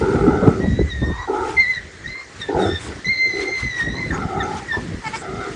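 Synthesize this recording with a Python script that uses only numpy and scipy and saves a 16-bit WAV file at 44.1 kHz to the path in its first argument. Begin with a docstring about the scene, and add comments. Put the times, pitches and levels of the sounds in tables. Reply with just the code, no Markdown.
"""Hyena and wild dogs

A hyena growls hoarsely beside an open vehicle: slack vocal folds slap and excite the resonances of its
throat. Wild dogs squeal and yip around it in harmonic tones, and snarl. Paws scuff the dry gravel, and
turbulent wind buffets the microphone over the steady hiss of the bush."""
import sys
import numpy as np
from scipy import signal
from scipy.io import wavfile
from scipy.ndimage import uniform_filter1d

SR = 44100
rng = np.random.default_rng(int(sys.argv[2]) if len(sys.argv) > 2 else 0)


def generate_wav(sig):
    """Save sig (samples, or channels by samples) to the path in sys.argv[1] as 16-bit PCM at SR."""
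    pcm = np.round(np.clip(np.atleast_2d(sig).T, -1, 1) * 32767).astype(np.int16)
    wavfile.write(sys.argv[1], SR, pcm)


N = 244785

# Five resonances of the throat at rest: centre_hz, nominal_width_hz, offset_db
THROAT_RESONANCES = [(386.8, 182, 0), (865, 214, 0), (1308, 290, -1.5), (2059, 200, -16.5),
                     (3590, 130, -28)]
# Throat shape, one row a growl: mean_third_resonance_hz, looseness (0-1), upper_over_third_db
THROAT_SHAPES = [(1345, 0.55, -2), (1300, 0.52, -9), (1385, 0.86, -1), (1410, 1, 3), (1355, 0.52, 1),
                 (1315, 0.37, 2.5), (1328, 0.54, 5.5)]
# Fold vibration, one row a growl: slap_rate_hz, alternate_slap_weakening (0-1)
FOLD_VIBRATIONS = [(80, .2), (120, .2), (86, .2), (95, .1), (95, .15), (100, .15), (95, .15)]
# Resonance contours, one table a growl: time_s, first_db, second_db, third_db, second_resonance_hz
GROWL_CONTOURS = [
    [(0.008, -13.5, -27, -30, 830), (0.03, -19.5, -29, -26.5, 850), (0.082, -19, -33.5, -29, 900),
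     (0.182, -21, -28.5, -27.5, 780), (0.246, -16, -31.5, -28, 845), (0.29, -16.5, -28, -23.5, 785),
     (0.314, -20.5, -26.5, -29.5, 824), (0.452, -25, -36, -26, 768), (0.472, -15.5, -17.5, -27.5, 734),
     (0.542, -30, -43, -31.5, 755), (0.598, -25.5, -43, -40, 736), (0.63, -35, -46, -51, 759)],
    [(1.272, -37, -22.5, -35, 874), (1.298, -19.5, -30, -35, 841), (1.332, -24, -24, -34, 850),
     (1.352, -26, -24.5, -27, 867), (1.414, -24, -26, -28.5, 854), (1.436, -26.5, -28, -26, 857),
     (1.492, -26, -28.5, -35, 854), (1.598, -41, -39.5, -44, 844), (1.62, -46, -50, -51, 859)],
    [(2.484, -19.5, -31, -53, 790), (2.516, -22, -29.5, -39, 864), (2.542, -22.5, -29, -36, 840),
     (2.558, -19, -19.5, -37, 810), (2.588, -18, -23, -28.5, 784), (2.624, -17.5, -21, -32, 750),
     (2.68, -23, -26.5, -29, 735), (2.696, -20, -37, -33.5, 720), (2.77, -38.5, -52, -53, 732)],
    [(2.84, -39, -60, -54, 820), (2.884, -37, -42, -58, 820), (2.924, -33, -47, -36, 800),
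     (2.96, -54, -48, -65, 800)],
    [(3.25, -35, -71, -48, 770), (3.266, -31.5, -66, -52, 750), (3.304, -42, -51.5, -59, 774),
     (3.34, -29.5, -43, -57, 745), (3.388, -26.5, -39, -39, 730), (3.438, -24.5, -47, -48, 735),
     (3.498, -29, -37, -47, 750), (3.554, -38.5, -57, -52, 760), (3.57, -45, -60, -45, 750)],
    [(4.12, -37, -38, -40, 830), (4.152, -28.5, -32, -27.5, 846), (4.188, -32, -34, -33, 825),
     (4.208, -39, -41, -28, 800), (4.238, -38, -31, -26.5, 786), (4.274, -48, -33, -44, 760),
     (4.296, -32, -34, -32, 780), (4.328, -30, -25, -32.5, 753), (4.446, -31, -29.5, -26.5, 808),
     (4.52, -36, -29, -38.5, 807), (4.566, -43, -30, -35, 870), (4.596, -41, -40, -50, 840),
     (4.622, -40, -35, -58, 815), (4.66, -44, -52, -45, 807)],
    [(5.21, -35, -38, -42, 759), (5.234, -41, -35, -35.5, 763), (5.298, -30.5, -37, -33, 684),
     (5.374, -36.5, -39.5, -36.5, 700), (5.416, -31.5, -36, -28.5, 710), (5.444, -39, -39, -31, 735),
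     (5.472, -28.5, -37.5, -28, 790), (5.528, -35, -48, -46, 700), (5.55, -41, -37, -50, 689)],
]
THIRD_GLIDE_SHARE, THROAT_SHAKE_SHARE = 0.27, 0.03
GROWL_NOTCH_HZ, GROWL_NOTCH_WIDTH_HZ = 1063, 143  # a dark gap between the second and third resonances
GROWL_ATTACK_S, GROWL_RELEASE_S = 0.005, 0.013


def growl(contour, third_hz, looseness, upper_db, slap_hz, weakening):
    """Source and filter: fold slaps ring the throat; resonances of opposite sign leave dark valleys."""
    start_s, (first_db, second_db, third_db, second_hz) = unrolled(contour)
    t = np.arange(len(second_hz)) / SR
    drive = fold_slaps(len(t), slap_hz, jitter=0.22, air_share=0.54, weakening=weakening)
    third_hz = third_hz * (second_hz / second_hz.mean()) ** THIRD_GLIDE_SHARE
    glides = [1, second_hz / THROAT_RESONANCES[1][0], third_hz / THROAT_RESONANCES[2][0], 1, 1]
    levels_db = [first_db, second_db, third_db, third_db + upper_db, third_db + upper_db]
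    voice = 0
    for k, (rest_hz, width, offset_db) in enumerate(THROAT_RESONANCES):
        # a loose, shaking throat smears each resonance into a broad band
        shake = 1 + THROAT_SHAKE_SHARE / np.sqrt(k + 1) * wander(len(t), 18)
        hz = rest_hz * glides[k] * shake
        tight = unit_rms(resonate(drive, hz, 0.28 * width))
        flanks = sum(resonate(drive, hz + side * 0.37 * width, width) for side in (-1, 1))
        smeared = unit_rms(resonate(flanks, hz, 0.73 * width))
        ringing = steady_breath(unit_rms((1 - looseness) * tight + looseness * smeared))
        voice = voice + (-1) ** k * gain_of(offset_db + levels_db[k]) * ringing
    voice = butterworth(voice, 3, 250, "high")  # the head radiates little bass
    notch = signal.iirnotch(GROWL_NOTCH_HZ, GROWL_NOTCH_HZ / GROWL_NOTCH_WIDTH_HZ, fs=SR)
    voice = signal.lfilter(*notch, voice)
    surges = unit_rms(gain_of(0.5 * wander(len(t), 9.1)))
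    envelope = np.clip(np.minimum(t / GROWL_ATTACK_S, (t[-1] - t) / GROWL_RELEASE_S), 0, 1)
    return start_s, surges * envelope * voice


def fold_slaps(count, slap_hz, jitter, air_share, weakening):
    """Glottal pulses: slack folds slap unevenly with puffs of air; every second slap may be weaker."""
    cycles = np.cumsum(slap_hz * (1 + jitter * wander(count, 40))) / SR
    force = 1 - weakening * (np.floor(cycles) % 2)
    slaps = np.diff(np.floor(cycles), prepend=0) * force * gain_of(2 * wander(count, 60))
    puffs = force * (1 + np.exp(-(cycles % 1) / 2.7)) * rng.standard_normal(count)
    return (1 - air_share) * unit_rms(slaps) + air_share * unit_rms(puffs)


def steady_breath(x):
    """Compression: steady breath pressure evens out the swings slower than a few slaps."""
    envelope = np.sqrt(abs(uniform_filter1d(x ** 2, size=1100)) + 0.05)
    return unit_rms(x / envelope ** 0.55)


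# Chest hum under the end of the third growl: time_s, pitch_hz, fundamental_db, second_harmonic_db
CHEST_CONTOUR = [(2.572, 103.6, -50, -33), (2.62, 100, -40, -23), (2.645, 99.7, -38, -28),
                 (2.658, 102, -23, -28), (2.706, 92, -30, -38.5), (2.746, 88, -24.5, -38.5),
                 (2.772, 85, -39, -50), (2.8, 85, -48, -54)]


def chest_hum():
    """Nearly periodic vibration: the chest hums in two low, slightly unsteady harmonics."""
    start_s, (hz, first_db, second_db) = unrolled(CHEST_CONTOUR)
    phase = 2 * np.pi * np.cumsum(hz * (1 + 0.03 * wander(len(hz), 25))) / SR
    hum = gain_of(first_db) * np.sin(phase) + gain_of(second_db) * np.sin(2 * phase)
    return start_s, np.sqrt(2) * hum


# Hoarseness, one value a squeal: greatest_flutter_depth (0-1)
FLUTTER_LIMITS = [.2, .45, .28, .28, .25, .33, .3, .34, .5, .5, .35]
# Dog cries, one table a squeal: time_s, pitch_hz, fundamental_db, second_harmonic_db, third_harmonic_db
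SQUEAL_CONTOURS = [
    [(0.6, 1874, -34, -55, -61), (0.618, 1910, -32, -53, -52), (0.65, 1919, -32.5, -48.5, -69),
     (0.736, 1931, -35, -48, -57), (0.75, 1941, -42, -42.5, -72), (0.818, 1982, -35, -43, -71),
     (0.85, 2007, -43.5, -71, -69), (0.896, 1985, -36, -43, -70), (0.906, 1934, -38, -34, -53),
     (0.924, 1877, -32, -31, -53), (0.956, 1883, -31.5, -45, -71), (1.008, 1809, -39, -46, -59),
     (1.036, 1823, -30, -40.5, -71), (1.052, 1847, -30, -46, -49), (1.076, 1846, -33, -46, -50),
     (1.108, 1826, -34.5, -42.5, -71), (1.166, 1872, -35.5, -51, -70), (1.174, 1835, -45, -43, -57),
     (1.196, 1940, -30.5, -45, -68), (1.222, 1930, -33.5, -46, -49), (1.246, 1960, -39, -43, -59),
     (1.262, 1930, -41, -67, -72), (1.286, 1900, -47, -69, -70), (1.3, 1891, -57, -50, -71)],
    [(1.565, 2143, -25, -45, -61), (1.575, 2108, -16, -38, -51), (1.579, 2073, -14, -39, -76),
     (1.581, 2058, -10.5, -44, -57), (1.591, 2062, -11.5, -42, -55), (1.603, 2107, -9, -26, -40.5),
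     (1.621, 2103, -13, -29, -49), (1.643, 1962, -21.5, -39, -73), (1.653, 1955, -21, -40, -61),
     (1.655, 1952, -21.5, -36, -71), (1.673, 1980, -21.5, -38, -56), (1.679, 2025, -24.5, -42, -66),
     (1.703, 2050, -14.5, -43, -55), (1.713, 2042, -16.5, -39, -44), (1.737, 1980, -27.5, -38, -72),
     (1.749, 1995, -29, -33, -43), (1.777, 1928, -23, -38, -63), (1.795, 1920, -42, -50, -67)],
    [(2.04, 1866, -37, -72, -71), (2.062, 1877, -28, -53, -50), (2.078, 1920, -40, -34.5, -76),
     (2.094, 2080, -31, -51, -79), (2.118, 2038, -36, -41, -70), (2.166, 2100, -32, -47, -79),
     (2.204, 2106, -32.5, -44, -60), (2.236, 2100, -45, -69, -79), (2.24, 2093, -47, -59, -73)],
    [(2.4, 1928, -52, -41, -67), (2.422, 1836, -34, -29.5, -35.5), (2.442, 1793, -31.5, -36, -69),
     (2.47, 1720, -45, -56, -66), (2.486, 1774, -34, -48, -79), (2.504, 1795, -36, -52, -64),
     (2.52, 1765, -45, -45, -76)],
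    [(2.59, 1909, -46, -46, -54), (2.6, 1903, -35, -38, -48), (2.622, 1843, -47, -32, -48),
     (2.64, 1850, -42, -31.5, -51), (2.656, 1774, -42, -33, -48), (2.672, 1779, -43, -38, -37),
     (2.692, 1791, -41, -35, -45), (2.714, 1796, -33, -31, -43), (2.728, 1814, -30, -34, -39),
     (2.738, 1818, -33, -38, -42), (2.762, 1802, -28.5, -26.5, -44), (2.784, 1769, -39, -34, -62),
     (2.8, 1820, -43, -52, -55)],
    [(3.044, 2050, -21, -44, -56), (3.056, 2011, -27, -34, -35.5), (3.068, 1998, -27, -32, -40),
     (3.094, 2092, -16.5, -25.5, -50), (3.108, 2144, -15, -38.5, -55), (3.132, 2079, -20, -28, -53),
     (3.152, 2066, -25.5, -35, -53), (3.162, 2068, -28, -32, -47), (3.18, 2076, -24.5, -29.5, -50.5),
     (3.212, 2077, -15.5, -29.5, -46), (3.234, 2079, -17, -29, -50), (3.264, 2090, -15.5, -28.5, -48),
     (3.28, 2057, -28, -31.5, -48), (3.298, 2045, -22.5, -37, -41.5), (3.328, 2024, -28, -36, -49),
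     (3.412, 2053, -26, -33.5, -44), (3.442, 2119, -29.5, -41, -54), (3.466, 2078, -28, -40, -51),
     (3.486, 2095, -22.5, -35, -37), (3.496, 2093, -27, -41, -54), (3.506, 2089, -30, -37, -44),
     (3.528, 2098, -22.5, -38, -48), (3.56, 2076, -23, -35, -44), (3.61, 2052, -28.5, -43, -48),
     (3.638, 2045, -24.5, -38, -45), (3.668, 2022, -23.5, -44, -46), (3.684, 2035, -26, -40.5, -49.5),
     (3.724, 1968, -30.5, -36.5, -44), (3.748, 1933, -25.5, -37, -54.5), (3.782, 1933, -27.5, -45, -38),
     (3.79, 1900, -21, -45, -45), (3.81, 1849, -17.5, -36, -49), (3.842, 1883, -30.5, -39.5, -49),
     (3.872, 1894, -23.5, -49, -52), (3.9, 1924, -33, -40, -54), (3.91, 1933, -35, -43, -47)],
    [(3.915, 1920, -37, -65, -72), (3.929, 1880, -31.5, -70, -70), (4.005, 1883, -39, -65, -70)],
    [(3.89, 1898, -29, -42, -53), (3.906, 1914, -35, -37.5, -49), (3.942, 1981, -49, -40, -51),
     (3.97, 2039, -34, -39, -47), (3.996, 2065, -27, -41, -56), (4.016, 2046, -30, -43, -53),
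     (4.022, 2020, -25, -41, -55), (4.042, 2016, -26.5, -46, -53), (4.062, 2047, -27, -49, -60),
     (4.1, 2006, -41, -39, -52)],
    [(4.098, 2070, -36, -39, -60), (4.108, 1860, -23.5, -42, -60), (4.118, 1750, -30, -57, -70),
     (4.13, 1740, -37, -65, -70)],
    [(4.39, 1930, -40, -70, -62), (4.394, 1948, -29, -42, -63), (4.412, 1798, -22.5, -30.5, -64),
     (4.426, 1770, -35, -38, -92), (4.44, 1944, -50, -59, -58)],
    [(4.675, 1960, -43, -61, -64), (4.697, 1882, -24, -45, -50), (4.701, 1870, -28, -68, -73),
     (4.705, 1833, -24.5, -56, -62), (4.717, 1802, -20, -41, -67), (4.727, 1774, -21.5, -32.5, -39),
     (4.757, 1780, -22.5, -44, -54), (4.79, 1720, -44, -55, -46)],
]
STEADY_DB, FLUTTER_PER_DB = -17, 0.04  # a hard-driven squeal is steady; a weaker one flutters


def squeal(contour, flutter_limit):
    """Modulation: a slow second vibration flutters three whistling harmonics and lets air fray them."""
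    start_s, (hz, *levels_db) = unrolled(contour)
    count = len(hz)
    flutter = np.clip(FLUTTER_PER_DB * (STEADY_DB - levels_db[0]), 0, flutter_limit)
    slow_cycles = np.cumsum(55 * (1 + 0.36 * wander(count, 27))) / SR
    vibration = np.cos(2 * np.pi * slow_cycles) * (1 + 0.25 * wander(count, 30))
    cycles = np.cumsum(hz * (1 + flutter * (0.02 * wander(count, 60) + 0.007 * vibration))) / SR
    air, voice = rng.standard_normal(count), 0
    for k, db in enumerate(levels_db, 1):
        breath_share = np.clip(1.3 * k * flutter ** 2, 0, 0.9)  # of the harmonic's power
        breath = np.sqrt(breath_share) * unit_rms(resonate(air, k * hz, 170 * np.sqrt(k)))
        harmonic = np.sqrt(2 - 2 * breath_share) * np.sin(2 * np.pi * k * cycles)
        voice = voice + gain_of(db) * (harmonic + breath)
    tremolo = (1 + flutter * vibration) / np.sqrt(1 + flutter ** 2 / 2)
    return start_s, voice * tremolo * signal.windows.tukey(count, min(1, 0.008 * SR / count))


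# Open-mouth spectrum, harmonics 1-18: relative_db
YIP_HARMONICS_DB = [-30, -1, -7.5, -7.5, -2.5, -15.5, -16.5, -31, -25, -20, -18, -19, -36, -35, -32, -27,
                    -24, -25]
# Yips: start_s, length_s, level_db, second_harmonic_start_hz, second_harmonic_end_hz, tilt_rate_db
YIP_CALLS = [(5.031, 0.0576, -24, 918, 840, 7), (5.125, 0.038, -24.5, 890, 915, 4)]


def yip(start_s, length_s, level_db, from_hz, to_hz, tilt_rate_db):
    """Changing spectral tilt: a short, hoarse harmonic cry swells and brightens as the mouth opens."""
    count = round(length_s * SR)
    progress = np.arange(count) / count
    pitch_hz = (from_hz + (to_hz - from_hz) * progress) / 2
    cycles = np.cumsum(pitch_hz * (1 + 0.015 * wander(count, 120))) / SR
    tilt_db = tilt_rate_db * np.minimum(progress - 0.6, 0)  # per harmonic, up to the fifth
    tone = sum(gain_of(db + tilt_db * min(k - 2, 3)) * np.sin(2 * np.pi * k * cycles + k * k)
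               for k, db in enumerate(YIP_HARMONICS_DB, 1))
    hoarseness = 1 + 0.2 * wander(count, 130)
    envelope = np.clip(np.minimum(progress / 0.37, (1 - progress) / 0.18), 0, 1)
    return start_s, gain_of(level_db) * tone * hoarseness * envelope


# A dog's dry snarls: start_s, length_s, start_level_db, end_level_db, mouth_resonance_hz
SNARLS = [(0.997, 0.28, -45.5, -29, 1024), (2.145, 0.088, -46, -45.5, 1100), (3.931, 0.12, -35, -44, 1000),
          (4.1, 0.071, -29.5, -36, 1740), (1.753, 0.057, -37, -35, 1820), (4.114, 0.084, -44, -29, 1050),
          (4.724, 0.077, -31.5, -31.5, 924)]


def snarl(start_s, length_s, from_db, to_db, mouth_hz):
    """Formant filtering: rough puffs from the folds pass through one wide mouth resonance."""
    puffs = fold_slaps(round(length_s * SR), slap_hz=47.3, jitter=0.19, air_share=1, weakening=0)
    envelope = gain_of(np.linspace(from_db, to_db, len(puffs))) * signal.windows.tukey(len(puffs), 0.3)
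    return start_s, envelope * unit_rms(resonate(puffs, mouth_hz, 280))


# Thin, high squeaks and hisses: start_s, length_s, pitch_hz, level_db, width_hz
SQUEAKS = [(4.125, 0.045, 6640, -42, 200), (4.424, 0.041, 6350, -41.5, 200), (2.583, 0.14, 7650, -49, 3000),
           (2.788, 0.11, 8000, -45, 3000), (5.157, 0.078, 7760, -42.5, 1500),
           (5.158, 0.026, 5070, -39, 900)]


def squeak(start_s, length_s, pitch_hz, level_db, width_hz):
    """Band-limited noise: a narrow band is heard as a breathy whistle, a wide one as a hiss."""
    whistle = unit_rms(resonate(rng.standard_normal(round(length_s * SR)), pitch_hz, width_hz))
    return start_s, gain_of(level_db) * whistle * signal.windows.tukey(len(whistle), 0.5)


# Short knocks: start_s, level_db, start_pitch_hz, end_pitch_hz, length_s
KNOCK_BURSTS = [(0.4725, 2, 514, 113, 0.0151), (0.7885, -8, 542, 325, 0.0134),
                (0.808, -7.5, 289, 423, 0.012), (0.67, -10.5, 214, 190, 0.024),
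                (0.277, -7.5, 300, 217, 0.014)]


def knock(start_s, level_db, from_hz, to_hz, length_s):
    """Tone burst: a few cycles that swell, glide in pitch and stop are heard as a knock."""
    progress = np.arange(round(length_s * SR)) / (length_s * SR)
    cycles = np.cumsum(from_hz * (to_hz / from_hz) ** progress) / SR + rng.random()
    envelope = np.sin(np.pi * progress) ** 1.4 * (1 + 0.25 * wander(len(progress), 200))
    return start_s, gain_of(level_db) * envelope * np.sin(2 * np.pi * cycles)


# Short dry clicks: start_s, unfiltered_level_db, cutoff_hz
CLICKS = [(4.1785, -10, 1700), (4.78, -24, 2500), (5.1605, -18, 10000)]


def clicks():
    """Impulsive excitation: each click is a low-passed pulse with noise that dies 60 dB in 4 ms."""
    out, t = np.zeros(N), np.arange(400) / SR
    for start_s, level_db, cutoff_hz in CLICKS:
        pulse = t < 0.0001
        click = gain_of(level_db - 60 * t / 0.004) * (pulse + 0.5 * rng.standard_normal(len(t)))
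        add(out, start_s, butterworth(click, 2, cutoff_hz, "low"))
    return out


# Spectrum of sliding gravel: frequency_hz, relative_density_db
GRAVEL_SPECTRUM = [(300, -23.5), (1000, 6), (2200, 3), (2800, -1.5), (5000, -4.5), (8500, -9.5),
                   (10000, -18)]
# Paw slides: loudest_moment_s, level_db, length_s
PAW_SCUFFS = [(0.0, -40, 0.076), (0.136, -40.5, 0.58), (0.505, -46.5, 0.42), (0.89, -49, 0.062),
              (1.355, -49, 0.11), (1.498, -35.5, 0.26), (1.713, -49.5, 0.25), (2.408, -42, 0.2),
              (2.618, -38.5, 0.21), (2.856, -36.5, 0.29), (3.0, -51, 0.14), (3.42, -33, 0.14),
              (3.606, -33, 0.11), (3.803, -33.5, 0.11), (4.15, -44.5, 0.47), (4.534, -44, 0.37),
              (4.58, -37.5, 0.08), (4.818, -44.5, 0.69), (5.09, -40, 0.2), (5.163, -33, 0.045),
              (5.207, -49, 0.065), (5.507, -42, 0.68)]
SHUFFLE_DB = -51  # steady shuffling between the scuffs


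def paws():
    """Friction noise: dense grains of grit rub under sliding paws; each scuff swells and dies."""
    t = np.arange(N) / SR
    scuffs = sum(gain_of(db) * np.exp(-4 * abs(t - s) / length_s) for s, db, length_s in PAW_SCUFFS)
    grit = shaped_noise(lambda hz, t: spectrum_gain(GRAVEL_SPECTRUM, hz), size=256, patchy_db=2.5)
    grains = gain_of(0.55 * wander(N, 280))
    return (gain_of(SHUFFLE_DB) + scuffs) * unit_rms(grit * grains)


# Eddies that strike the microphone: start_s, peak_db, brightness (0-1), length_s
EDDIES = [(0.142, -9, 0.57, 0.026), (0.275, -7, 0.54, 0.024), (0.423, -7.5, 0.72, 0.024),
          (0.462, -5, 0.31, 0.022), (0.498, -25, 0.3, 0.034), (0.591, -13, 0.57, 0.031),
          (0.636, -13, 0.25, 0.011), (0.822, -9.5, 0.05, 0.024), (1.016, -13, 0.62, 0.033),
          (1.064, -16, 0.57, 0.039), (1.098, -13, 0.57, 0.019), (3.063, -22.5, 0.43, 0.036),
          (3.627, -20, 0.46, 0.036), (4.105, -18.5, 0.37, 0.051), (4.244, -15.5, 0.34, 0.019),
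          (4.765, -15, 0.69, 0.026), (4.902, -22, 0.51, 0.06)]


def buffets():
    """Pressure transients: each eddy is a brief thud of low-frequency noise."""
    out, count = np.zeros(N), 4096
    for start_s, peak_db, brightness, length_s in EDDIES:
        rumble = butterworth(rng.standard_normal(2 * count), 3, [70, 130 * 6 ** brightness], "band")
        progress = np.arange(count) / SR / length_s
        thud = rumble[count:] * progress * np.exp(-3 * progress)
        add(out, start_s, gain_of(peak_db) * thud / abs(thud).max())
    return out


# Wind at the microphone: time_s, level_db, brightness (0-1)
WIND_CONTOUR = [(0.0, -26, 0.7), (0.02, -24, 0.9), (0.29, -15, 0.79), (0.4, -23.5, 0.94), (0.481, -13, 1),
                (0.52, -22.5, 0.9), (0.65, -18.5, 0.85), (0.68, -24.5, 0.79), (0.83, -13.5, 0.5),
                (0.91, -25.5, 0.35), (1.13, -18, 0.23), (1.21, -32.5, 0.14), (1.98, -40.5, 0.64),
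                (2.12, -31, 0.56), (2.21, -52, 0.4), (2.55, -34, 1), (2.61, -27.5, 0.97),
                (2.75, -30.5, 0.4), (2.81, -35, 0.6), (2.891, -29.5, 0.8), (3.01, -44.5, 0.92),
                (3.09, -23, 0.5), (3.15, -44, 0.6), (3.52, -37.5, 0.5), (3.65, -28.5, 0.4),
                (3.8, -37.5, 0.6), (3.85, -22, 0.87), (4.03, -30.5, 0.9), (4.1, -24.5, 0.87),
                (4.68, -29.5, 0.86), (5.01, -29.5, 0.79), (5.07, -34.5, 0.91), (5.55, -33.5, 1)]


def wind():
    """Turbulence: lumpy noise whose spectrum falls steeply above a corner that moves with the gusts."""
    times_s, level_db, brightness = np.transpose(WIND_CONTOUR)

    def spectrum(hz, t):
        corner_hz = 45 * 8 ** np.interp(t, times_s, brightness)
        gain = 1 / (1 + (hz / corner_hz) ** 2.72)
        bass = (hz[:, 0] > 40) & (hz[:, 0] < 230)
        return gain / np.sqrt(np.sum(gain[bass] ** 2, axis=0))

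    gusts = gain_of(0.9 * wander(N, 25) + 2 * wander(N, 10.6))
    turbulence = unit_rms(shaped_noise(spectrum, size=1024, patchy_db=3) * gusts)
    return turbulence * gain_of(np.interp(np.arange(N) / SR, times_s, level_db))


# Spectrum of far grass and air: frequency_hz, relative_density_db
BUSH_SPECTRUM = [(120, -43.5), (200, -5), (399, 0.5), (1090, -17.5), (1940, -0.5), (2520, -16),
                 (3740, -15.5), (6990, -18), (9390, -32), (10200, -68.5), (13300, -73), (22000, -120)]
BUSH_DB = -41.5


def bush():
    """Stationary noise: distant grass and air merge into a steady hiss."""
    hiss = shaped_noise(lambda hz, t: spectrum_gain(BUSH_SPECTRUM, hz), size=1024, patchy_db=2.5)
    return gain_of(BUSH_DB) * unit_rms(hiss)


def echoes(direct, level_db=-15, decay_60db_s=0.37):
    """Early reflections: the ground and the vehicle scatter sparse, short echoes."""
    t = np.arange(SR // 4) / SR
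    taps = rng.standard_normal(len(t)) * (rng.random(len(t)) < 0.05)
    taps *= gain_of(-60 * t / decay_60db_s) * (t > 0.004)
    return gain_of(level_db) * signal.fftconvolve(direct, taps / np.linalg.norm(taps))[:N]


def gain_of(db):
    """Decibels to amplitude."""
    return 10 ** (np.asarray(db) / 20)


def unit_rms(x):
    """Normalisation to rms 1."""
    return x / np.sqrt(np.mean(x ** 2) + 1e-20)


def spectrum_gain(points, hz):
    """Amplitude of a decibel spectrum, interpolated on a log-frequency axis."""
    points_hz, db = np.transpose(points)
    return gain_of(np.interp(np.log(hz + 1), np.log(points_hz + 1), db))


def unrolled(contour):
    """Linear interpolation: the start time and each column of a contour, sample by sample."""
    times_s, *columns = np.transpose(contour)
    t = np.arange(times_s[0], times_s[-1], 1 / SR)
    return times_s[0], [np.interp(t, times_s, column) for column in columns]


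def add(mix, start_s, sound):
    """Superposition of a sound on the mix."""
    part = mix[max(round(start_s * SR), 0):][:len(sound)]
    part += sound[:len(part)]


def butterworth(x, order, cutoff_hz, kind):
    """Filtering with a maximally flat passband."""
    return signal.sosfilt(signal.butter(order, cutoff_hz, kind, fs=SR, output="sos"), x)


def wander(count, rate_hz):
    """Random modulation: noise of rms 1, low-passed at rate_hz."""
    return unit_rms(butterworth(rng.standard_normal(count + SR // 4), 2, rate_hz, "low")[SR // 4:])


def resonate(x, hz, width_hz):
    """Heterodyne resonance: shifts the curve hz down to zero, smooths twice and shifts back."""
    carrier = np.exp(2j * np.pi * np.cumsum(hz * np.ones(len(x))) / SR)
    pole = np.exp(-np.pi * width_hz / SR)
    smoothed = signal.lfilter([(1 - pole) ** 2], [1, -2 * pole, pole * pole], x / carrier + 1e-18)
    return 2 * (carrier * smoothed).real


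def shaped_noise(spectrum, size, patchy_db):
    """Spectral synthesis: random short-time spectra shaped by spectrum(hz, t), with drifting patches."""
    hop = size // 4
    t, hz = np.arange(N // hop + 5) * hop / SR, np.fft.rfftfreq(size, 1 / SR)[:, None]
    real, imaginary, patches = rng.standard_normal((len(t), len(hz), 3)).T
    patches = unit_rms(uniform_filter1d(uniform_filter1d(patches, size // 64, 0), 8, 1))
    frames = (real + 1j * imaginary) * spectrum(hz, t) * gain_of(patchy_db * patches)
    return signal.istft(frames, nperseg=size, noverlap=size - hop)[1][:N]


def scene():
    """Superposition: calls, knocks and clicks with their echoes, then paws, bush and wind."""
    direct = clicks()
    for source, rows in ((snarl, SNARLS), (yip, YIP_CALLS), (squeak, SQUEAKS), (knock, KNOCK_BURSTS)):
        for row in rows:
            add(direct, *source(*row))
    for contour, throat, folds in zip(GROWL_CONTOURS, THROAT_SHAPES, FOLD_VIBRATIONS):
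        add(direct, *growl(contour, *throat, *folds))
    add(direct, *chest_hum())
    for contour, flutter_limit in zip(SQUEAL_CONTOURS, FLUTTER_LIMITS):
        add(direct, *squeal(contour, flutter_limit))
    return (direct + echoes(direct) + paws() + bush() + wind() + buffets())[None]


def record(dry):
    """Band limiting: deep bass is cut, loud peaks clip at full scale, then the highest treble is cut."""
    clipped = np.clip(butterworth(dry, 4, 50, "high"), -1, 1)
    low_pass = signal.firwin(511, cutoff=10250, window=("kaiser", 9), fs=SR)
    return signal.oaconvolve(clipped, low_pass[None], "same")


dry = scene()
out = record(dry)
generate_wav(out)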